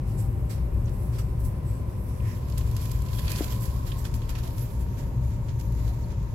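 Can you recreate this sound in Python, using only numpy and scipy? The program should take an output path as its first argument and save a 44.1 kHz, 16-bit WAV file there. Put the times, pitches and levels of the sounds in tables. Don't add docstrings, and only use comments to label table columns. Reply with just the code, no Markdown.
import sys
import numpy as np
from scipy import signal
from scipy.fft import rfft, irfft
from scipy.io import wavfile
from scipy.ndimage import uniform_filter1d

SR = 44100
rng = np.random.default_rng(int(sys.argv[2]) if len(sys.argv) > 2 else 0)


def to_wav(sig):
    pcm = np.clip(np.atleast_2d(sig), -1, 1) * 32767
    pcm = np.round(pcm).astype(np.int16)
    wavfile.write(sys.argv[1], SR, pcm.T)


N = 279594
TIME = np.arange(N) / SR
FREQ = np.maximum(np.arange(N // 2 + 1) * SR / N, 1)
TOP_HZ = 15800
TAUT_S, SLACK_S = 2.23, 4.97

# time in seconds, relative level in dB, brightness in dB.
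SLEEVE_SLIDE = [(0, -64, -4.5), (.3, -61.5, 7), (.85, -63.5, 2), (1.05, -56, 4), (1.25, -62, 1),
                (1.9, -62, -0.5), (2.6, -55, -0.5), (2.83, -50.5, 0), (3.05, -54.5, 0), (3.23, -51.5, -2.5),
                (3.42, -44, -0.5), (3.57, -53.5, 0), (3.7, -54.5, -0.5), (4.25, -56, -1), (4.5, -55.5, 0),
                (5.15, -62, 0), (5.85, -58.5, 0.5), (6.34, -62.5, -3)]
# frequency in Hz, gain in dB.
TAUT_TONE = [(600, -0.5), (1600, -2.5), (2600, -6), (4800, -3), (6000, -4.5), (7000, -4), (7700, -2),
             (8400, -10.5), (9800, -8.5), (11000, 1), (13000, -0.5), (14000, -3.5), (15500, -12)]
# frequency in Hz, gain in dB.
FAR_TONE = [(700, 4), (1700, 1), (3000, 0.5), (4500, -3.5), (6300, -3), (7900, -2), (8600, -3.5),
            (12000, -6.5), (15500, -11)]
# pitch in Hz, width in Hz, relative level in dB.
STIFF_FOLDS = [(1790, 220, -19), (2460, 154, -15), (3210, 550, -12.5), (4420, 330, -15), (5250, 92, -19.5),
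               (6800, 190, -18)]


def rumble(boom_below_hz=170, boom_db=-1.0, steadying=0.31, rush_db=0.5, ease_db_per_s=0.16):
    # frequency in Hz, relative level in dB.
    roar = [(20, -39), (43, -68), (90, -54), (135, -53.5), (165, -62.5), (225, -70.5), (380, -70.5),
            (600, -81), (700, -81.5), (1150, -84.5), (1450, -90.5), (2500, -94.5), (3200, -102),
            (14000, -118)]
    # pitch in Hz, width in Hz, relative level in dB.
    low_notes = [(36.9, 1.96, -42), (53, 6.3, -48), (57.9, 11.4, -45.5), (65.7, 12.7, -44.5),
                 (100, 12.3, -49), (114.7, 14, -44.5), (129, 7.2, -56), (181.3, 30.6, -60.5),
                 (250.7, 16.4, -67.5), (545, 43, -74), (602.4, 24, -73)]
    # frequency in Hz, how alike the sides are (0-1), left minus right in dB.
    spread = [(35, 1, 4), (65, 0.92, 2.5), (125, 0.99, 1.35), (250, 0.94, 3.5), (510, 0.35, 1),
              (1030, 0, 1.5), (4020, 0, -1.5)]
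    likeness, pan_db = over_frequency(spread)
    likeness = np.clip(likeness, 0, 1)
    sides = np.array([[1], [-1]])
    gain = np.hypot(undb(over_frequency(roar)[0]), peaks(low_notes)) * undb(sides * pan_db / 2)
    shared, opposite = rng.standard_normal((2, N)) * np.sqrt(SR / 2)
    cabin = shape(shared, gain * np.sqrt((1 + likeness) / 2))
    cabin = cabin + sides * shape(opposite, gain * np.sqrt((1 - likeness) / 2))
    boom = shape(cabin, 1 / (1 + (FREQ / boom_below_hz) ** 8))
    rush = cabin - boom
    loudness = np.sqrt(uniform_filter1d(np.mean(boom ** 2, axis=0), size=SR // 4))
    swell = undb(boom_db + track_db()) * (loudness.mean() / loudness) ** steadying
    easing = undb(rush_db - ease_db_per_s * TIME + 0.5 * wander(0.91))
    return boom * swell + rush * easing


def track_db(bump_s=0.037):
    # time in seconds, dB above or below the usual.
    roughness = [(0, 0.5), (.5, 1), (1.2, -0.3), (2.4, -2.5), (2.8, 1), (4.4, -2), (5.0, -1), (5.5, 1.2),
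                 (6.34, -2)]
    # time in seconds, swell in dB.
    bumps = [(1.47, 3.5), (2.24, 7), (2.63, 4.5), (3.26, 6.5), (4.14, 4.5), (5.25, 3)]
    return over_time(roughness)[0] + sum(db * np.exp(-((TIME - s) / bump_s) ** 2) for s, db in bumps)


def drone(hz=59.12, usual_db=-37, waver_hz=0.55, throb_db=4.0, pan_db=4):
    tone = np.sin(2 * np.pi * np.cumsum(hz + waver_hz * wander(4.5)) / SR)
    throbbing = unit(tone * undb(throb_db * wander(4)))
    return throbbing * undb(usual_db + track_db() + np.array([[pan_db], [-pan_db]]) / 2)


def sleeve(slide_db=5, brush_db=3, uneven_db=1.1, rise=0.35, fade=3.04):
    # start and length in seconds, relative level in dB, brightness in dB.
    brushes = [(0.06, 0.11, -54.5, 0.5), (0.173, 0.078, -50, 0.5), (0.494, 0.05, -43, -2.5),
               (0.55, 0.066, -54, -7), (0.865, 0.035, -55, -8), (1.122, 0.083, -48, -4.5),
               (1.182, 0.027, -41, -3), (1.39, 0.048, -52, 6), (1.436, 0.049, -47.5, 5),
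               (1.66, 0.15, -59, -1), (1.964, 0.15, -61, 12), (2.233, 0.15, -53, 5),
               (2.577, 0.029, -42.5, 0), (2.801, 0.12, -49, 6), (3.106, 0.17, -47, 4),
               (3.245, .035, -49.5, 2), (3.29, 0.048, -39.5, 0.5), (3.35, 0.094, -40, 1.5),
               (3.494, 0.073, -43, 0.5), (3.595, 0.11, -42.5, 4), (3.857, 0.058, -44, -1.5),
               (3.966, 0.077, -48, 4), (4.04, 0.035, -43, -3), (4.148, 0.025, -46, 3),
               (4.287, 0.037, -42.5, -3.5), (4.346, 0.038, -45.5, -9), (4.378, 0.028, -43.5, -5),
               (4.428, 0.066, -47, -2), (4.558, 0.1, -47.5, 2.5), (4.703, 0.037, -58, 17),
               (4.79, 0.059, -51.5, 2), (4.966, 0.071, -49, -1.5), (5.3, 0.076, -56, -5),
               (5.481, 0.031, -48, -12), (5.585, 0.041, -52, 1), (5.757, 0.11, -54, -3.5),
               (5.866, 0.043, -50.5, -2), (5.932, 0.022, -53, -1), (6.09, 0.068, -54.5, -7)]
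    level_db, tilt_db = over_time(SLEEVE_SLIDE)
    power = undb(level_db + slide_db + uneven_db * wander(16)) ** 2
    weighted_tilt = power * tilt_db
    for s, length, db, bright_db in brushes:
        start = int(s * SR)
        age = (TIME[start:start + SR // 2] - TIME[start]) / length
        dying = np.exp(-fade * np.maximum(age - rise, 0) ** 1.12)
        surge = np.minimum(age / rise, dying) * undb(db + brush_db) ** 2
        power[start:start + len(age)] += surge
        weighted_tilt[start:start + len(age)] += surge * bright_db
    return np.sqrt(power) * tilted(fibres(), weighted_tilt / power)


def fibres(slips_per_s=2000, slip_s=0.002, even_hiss=2.9, far_db=-7, far_crinkle_db=-5):
    # frequency in Hz, gain in dB.
    loose_tone = [(900, -14), (2200, -6), (3200, -12), (5800, -3.5), (6400, -10.5), (7100, -8.5),
                  (7900, -1), (8400, -4.5), (9300, -5), (9900, -1.5), (10600, -3), (11800, 1),
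                  (13500, -4.5), (15500, -11)]
    # frequency in Hz, gain in dB.
    slack_tone = [(900, -18), (1700, 1), (2900, -5.5), (4000, -2), (5600, -2), (7000, 2), (7600, -2.5),
                  (8400, -9), (9900, -6.5), (11400, 2), (12600, 0), (14000, -5), (15500, -11)]
    energy = signal.lfilter([1], [1, -np.exp(-1 / (slip_s * SR))], slips(slips_per_s, spread_db=2.5) ** 2)
    left, right = rng.standard_normal((2, N)) * np.sqrt(even_hiss + energy / energy.mean())
    loose, tight, slack = (coloured(right, tone) for tone in (loose_tone, TAUT_TONE, slack_tone))
    gripped = np.clip((TIME - TAUT_S) * 20, 0, 1)
    released = np.clip((TIME - SLACK_S) * 2 + .5, 0, 1)
    taut = gripped - released
    near = loose * (1 - gripped) + (tight + crinkle()) * taut + slack * released
    far = undb(far_db) * coloured(left, FAR_TONE) + undb(far_crinkle_db) * crinkle() * taut
    return np.array([far, hollows(near)])


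def slips(per_s, spread_db):
    happens = rng.random(N) < per_s / SR
    return happens * undb(spread_db * np.minimum(rng.exponential(size=N), 2 * np.pi))


def crinkle(buckles_per_s=130, hardest_db=2, follow=0.59):
    rings = np.zeros(N)
    for hz, width, db in STIFF_FOLDS:
        fold = signal.iirpeak(hz, hz / width, fs=SR)
        rings += undb(db) * unit(signal.lfilter(*fold, slips(buckles_per_s, spread_db=3)))
    slide_db = over_time(SLEEVE_SLIDE)[0]
    return rings * undb(hardest_db + follow * (slide_db - slide_db.max()))


def hollows(hiss, depth_db=1.36, rate_hz=9, width_octaves=0.21):
    pitches = [2000, 2920, 4180, 6260, 7600, 10200, 13000]
    out = hiss.copy()
    for hz in pitches:
        band = shape(hiss, np.exp(-(np.log2(FREQ / hz) / width_octaves) ** 2))
        out += band * (unit(undb(depth_db * wander(rate_hz))) - 1)
    return out


def creases(attack_s=0.00085, decay_s=0.0045, middle_hz=5000, ring=0.49, far_db=-7):
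    # start in seconds, relative level in dB, pitch in Hz, width in octaves.
    snaps = [(.879, -43, 2900, 0.98), (.893, -42, 8000, 1.5), (2.483, -43, 8000, 2.6),
             (2.4985, -35.5, 9000, 1.7), (2.522, -40, 4280, 0.64), (2.5745, -33, 4500, 2),
             (2.5801, -24, 15000, 1.9), (2.609, -37, 2900, .6), (2.712, -36, 9000, 1.6),
             (2.7651, -26, 6000, 3.6), (2.815, -34, 8000, 2), (2.855, -32, 9000, 1.6),
             (2.9148, -27.5, 7000, 1.6), (3.02, -32.5, 11500, 1.2), (3.061, -38, 4000, 1.2),
             (3.0843, -38, 3300, 1.1), (3.1302, -34.5, 3800, 1.2), (3.1846, -31, 3300, 1.3),
             (3.191, -26, 4000, 3.2), (3.2788, -25, 2900, 1.6), (3.293, -31, 3400, 1.3),
             (3.3035, -32.5, 3500, 2.8), (3.317, -21, 7500, 2.2), (3.3587, -28, 4200, 1.4),
             (3.383, -34, 5500, 2), (3.443, -26, 7000, 2.8), (3.479, -35, 4000, 1.4),
             (3.5033, -34, 4460, 1), (3.522, -31, 14500, .5), (3.636, -36, 4500, 1.6),
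             (3.655, -32, 9000, 1.6), (3.917, -30, 3230, 0.29), (4.0511, -30, 3950, 2.4),
             (4.0625, -35, 3950, 2.3), (4.1394, -31.5, 4800, 3.5), (4.147, -35, 10000, 1.4),
             (4.2172, -39, 2970, 1), (4.2922, -29, 7500, 3.4), (4.302, -33, 10000, 1.6),
             (4.3524, -35, 3200, 1.8), (4.385, -44, 3600, 1.2), (4.435, -36, 5000, 2.5),
             (4.474, -33, 4000, 4), (4.581, -33, 7500, 2), (4.593, -35, 11000, 1.3), (4.622, -40, 12000, 1),
             (5.486, -42.5, 3500, 1.8), (5.598, -36, 5800, 1.1), (5.61, -37, 5500, 1.5),
             (5.722, -41, 6000, 2.8), (5.878, -41, 4300, 1.4), (5.988, -54, 4500, 2), (6.227, -49, 5000, 2)]
    out, t = np.zeros((2, N)), TIME[:SR // 20]
    for s, db, hz, octaves in list(snaps) + small_snaps():
        speed = (hz / middle_hz) ** 0.56
        envelope = np.sqrt(speed) * np.exp(-speed * t / decay_s) * (1 - np.exp(-speed * t / attack_s))
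        edge = 2 ** (octaves / 2)
        band = signal.butter(1, [hz / edge, min(hz * edge, TOP_HZ)], "band", fs=SR, output="sos")
        tick = unit(signal.sosfilt(band, rng.standard_normal((2, len(t))))) * envelope
        start = int(s * SR)
        out[:, start:start + len(t)] += undb(db) * tick[:, :N - start]
    cloth = undb([over_frequency(FAR_TONE)[0] + far_db, over_frequency(TAUT_TONE)[0]])
    folds = sum(resonance(hz, width) for hz, width, _ in STIFF_FOLDS)
    return shape(out, cloth * (1 + ring * folds))


def small_snaps(count=60, boost_db=9, scatter_db=2, low_hz=2000, high_hz=12000, octaves=1.4):
    when, size, pitch = rng.random((count, 3)).T
    slide_db = over_time(SLEEVE_SLIDE)[0]
    strain = np.cumsum(undb(slide_db) * (TIME > TAUT_S) * (TIME < SLACK_S))
    starts = np.searchsorted(strain, when * strain[-1])
    db = slide_db[starts] + boost_db + scatter_db * (2 * size - 1)
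    hz = low_hz * (high_hz / low_hz) ** pitch
    return list(zip(TIME[starts], db, hz, np.full(count, octaves)))


def squeaks(far_db=-6):
    # start in seconds, length in seconds, pitch in Hz, width in Hz, level in dB.
    catches = [(0.168, 0.057, 7900, 1300, -48), (0.85, 0.016, 6200, 800, -53),
               (1.184, 0.025, 1250, 120, -48), (1.65, 0.073, 7940, 260, -53.5),
               (1.718, 0.076, 7900, 240, -59.5), (2.199, .009, 2520, 400, -45.5),
               (2.208, 0.17, 1930, 800, -49.5), (2.24, 0.13, 5530, 1200, -55.5),
               (3.142, .1, 3330, 170, -50.5), (3.25, 0.11, 2500, 200, -46), (3.98, .025, 7700, 400, -46),
               (4.437, 0.072, 670, 70, -46.5), (4.602, 0.053, 12200, 1100, -43), (5.86, .08, 715, 50, -50),
               (6.008, .032, 6300, 900, -57), (6.027, 0.037, 4360, 150, -61)]
    out = np.zeros((2, N))
    for s, length, hz, width, db in catches:
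        swell = np.sin(np.pi * np.clip((TIME - s) / length, 0, 1))
        out += undb(db) * swell * stereo_noise(resonance(hz, width))
    return out * undb([[far_db], [0]])


def knock(at_s=3.4075, gain_db=-20, right_db=-2, contact_s=0.0014, shudder_db=-16, shudder_s=0.015):
    # pitch in Hz, relative level in dB, seconds to fade by 60 dB.
    case_notes = [(308, 0.5, 0.052), (342, 3.5, 0.029), (404, 0.5, 0.028), (476, -9, 0.031),
                  (572, -17, 0.05), (697, -17, 0.15)]
    t = np.maximum(TIME - at_s, 0)
    ring = sum(undb(db - 60 * t / fade_s) * np.sin(2 * np.pi * hz * t) for hz, db, fade_s in case_notes)
    shudder = undb(shudder_db) * np.exp(-t / shudder_s) * stereo_noise(resonance(hz=400, width=220))
    onset = 1 - np.exp(-t / contact_s)
    return undb([[gain_db], [gain_db + right_db]]) * (ring + shudder) * onset


def wheels():
    # pitch in Hz, width in Hz, relative level in dB.
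    wheel_notes = [(1043, 44, -1), (1064, 18, 2.5), (1118, 28, -5), (980, 130, -12.5)]
    # time in seconds, level in dB.
    singing = [(0, -70), (1.8, -61), (3.0, -56), (3.85, -50.5), (4.1, -54.5), (4.7, -61.5), (6.34, -60)]
    return undb(over_time(singing)[0]) * stereo_noise(peaks(wheel_notes))


def drive(start_hz=1045, slowing_hz_per_s=13.5, motor_db=-59, motor_fade_db_per_s=4.5):
    # time in seconds, level in dB.
    gear_levels = [(0, -62.5), (1.2, -59.5), (2.6, -57), (3.65, -52.5), (4.0, -67), (6.34, -64)]
    # time in seconds, level in dB.
    shaft_levels = [(0, -68), (1.3, -57.5), (2.1, -55), (2.5, -65), (3.5, -61), (4, -74)]
    gear_hz = start_hz - slowing_hz_per_s * TIME
    gears = whine(gear_hz, over_time(gear_levels)[0], waver_hz=0.66, flutter=0.25)
    shaft = whine(gear_hz / 2, over_time(shaft_levels)[0], waver_hz=0.59, flutter=0.22)
    motor = whine(gear_hz * 3 / 4, motor_db - motor_fade_db_per_s * TIME, waver_hz=3.58, flutter=0.72)
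    return gears + shaft + motor


def electronics(inverter_hz=920.3, inverter_db=-58.5, on_s=3.87, rise_s=0.11, step_hz=35.4, step_db=-8.5):
    steady = dict(waver_hz=0.24, flutter=0.17, pan_db=2)
    inverter = sum(whine(inverter_hz + k * step_hz, inverter_db + step_db * abs(k), **steady)
                   for k in range(-2, 3))
    converter = whine(hz=941.7, db=-61, **steady)
    return converter + inverter * np.clip((TIME - on_s) / rise_s, 0, 1)


def fan(hz=355.5, start_db=-51, fade_db_per_s=2.5):
    return whine(hz, start_db - fade_db_per_s * TIME, waver_hz=1.49, flutter=0.3)


def whine(hz, db, waver_hz, flutter, pan_db=0):
    phase = 2 * np.pi * np.cumsum(hz + waver_hz * wander(5.37)) / SR
    paths = np.array([np.exp(1j * side) + flutter * (wander(20) + 1j * wander(28)) for side in range(2)])
    return undb(db + np.array([[pan_db], [-pan_db]]) / 2) * unit(np.real(paths * np.exp(1j * phase)))


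def undb(db):
    return 10 ** (np.asarray(db) / 20)


def unit(x):
    return x / np.sqrt(np.mean(x ** 2))


def over_time(rows):
    s, *columns = np.transpose(rows)
    return [np.interp(TIME, s, column) for column in columns]


def over_frequency(rows):
    hz, *columns = np.transpose(rows)
    return [np.interp(np.log(FREQ), np.log(hz), column) for column in columns]


def shape(x, gain):
    return irfft(rfft(x) * gain, N)


def coloured(x, tone):
    return unit(shape(x, undb(over_frequency(tone)[0])))


def tilted(x, tilt_db, split_hz=6500):
    low = shape(x, 1 / (1 + (FREQ / split_hz) ** 4))
    leaning = low * undb(-tilt_db) + (x - low) * undb(tilt_db)
    return leaning / np.sqrt((undb(2 * tilt_db) + undb(-2 * tilt_db)) / 2)


def resonance(hz, width):
    return 1 / (1 + ((FREQ ** 2 - hz ** 2) / (FREQ * width * np.pi / 2)) ** 2)


def peaks(rows):
    return np.sqrt(sum((undb(db) * resonance(hz, width)) ** 2 for hz, width, db in rows))


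def stereo_noise(gain):
    return unit(shape(rng.standard_normal((2, N)), gain))


def wander(rate_hz):
    return unit(shape(rng.standard_normal(N), np.exp(-(FREQ / rate_hz) ** 2)))


def scene():
    train = rumble() + drone() + drive() + electronics() + wheels() + fan()
    return train + sleeve() + squeaks() + creases() + knock()


def record(dry, low_hz=32):
    bass_cut = shape(dry, 1 / np.sqrt(1 + (low_hz / FREQ) ** 12))
    return signal.sosfilt(signal.ellip(10, .1, 80, TOP_HZ, fs=SR, output="sos"), bass_cut)


dry = scene()
out = record(dry)
to_wav(out)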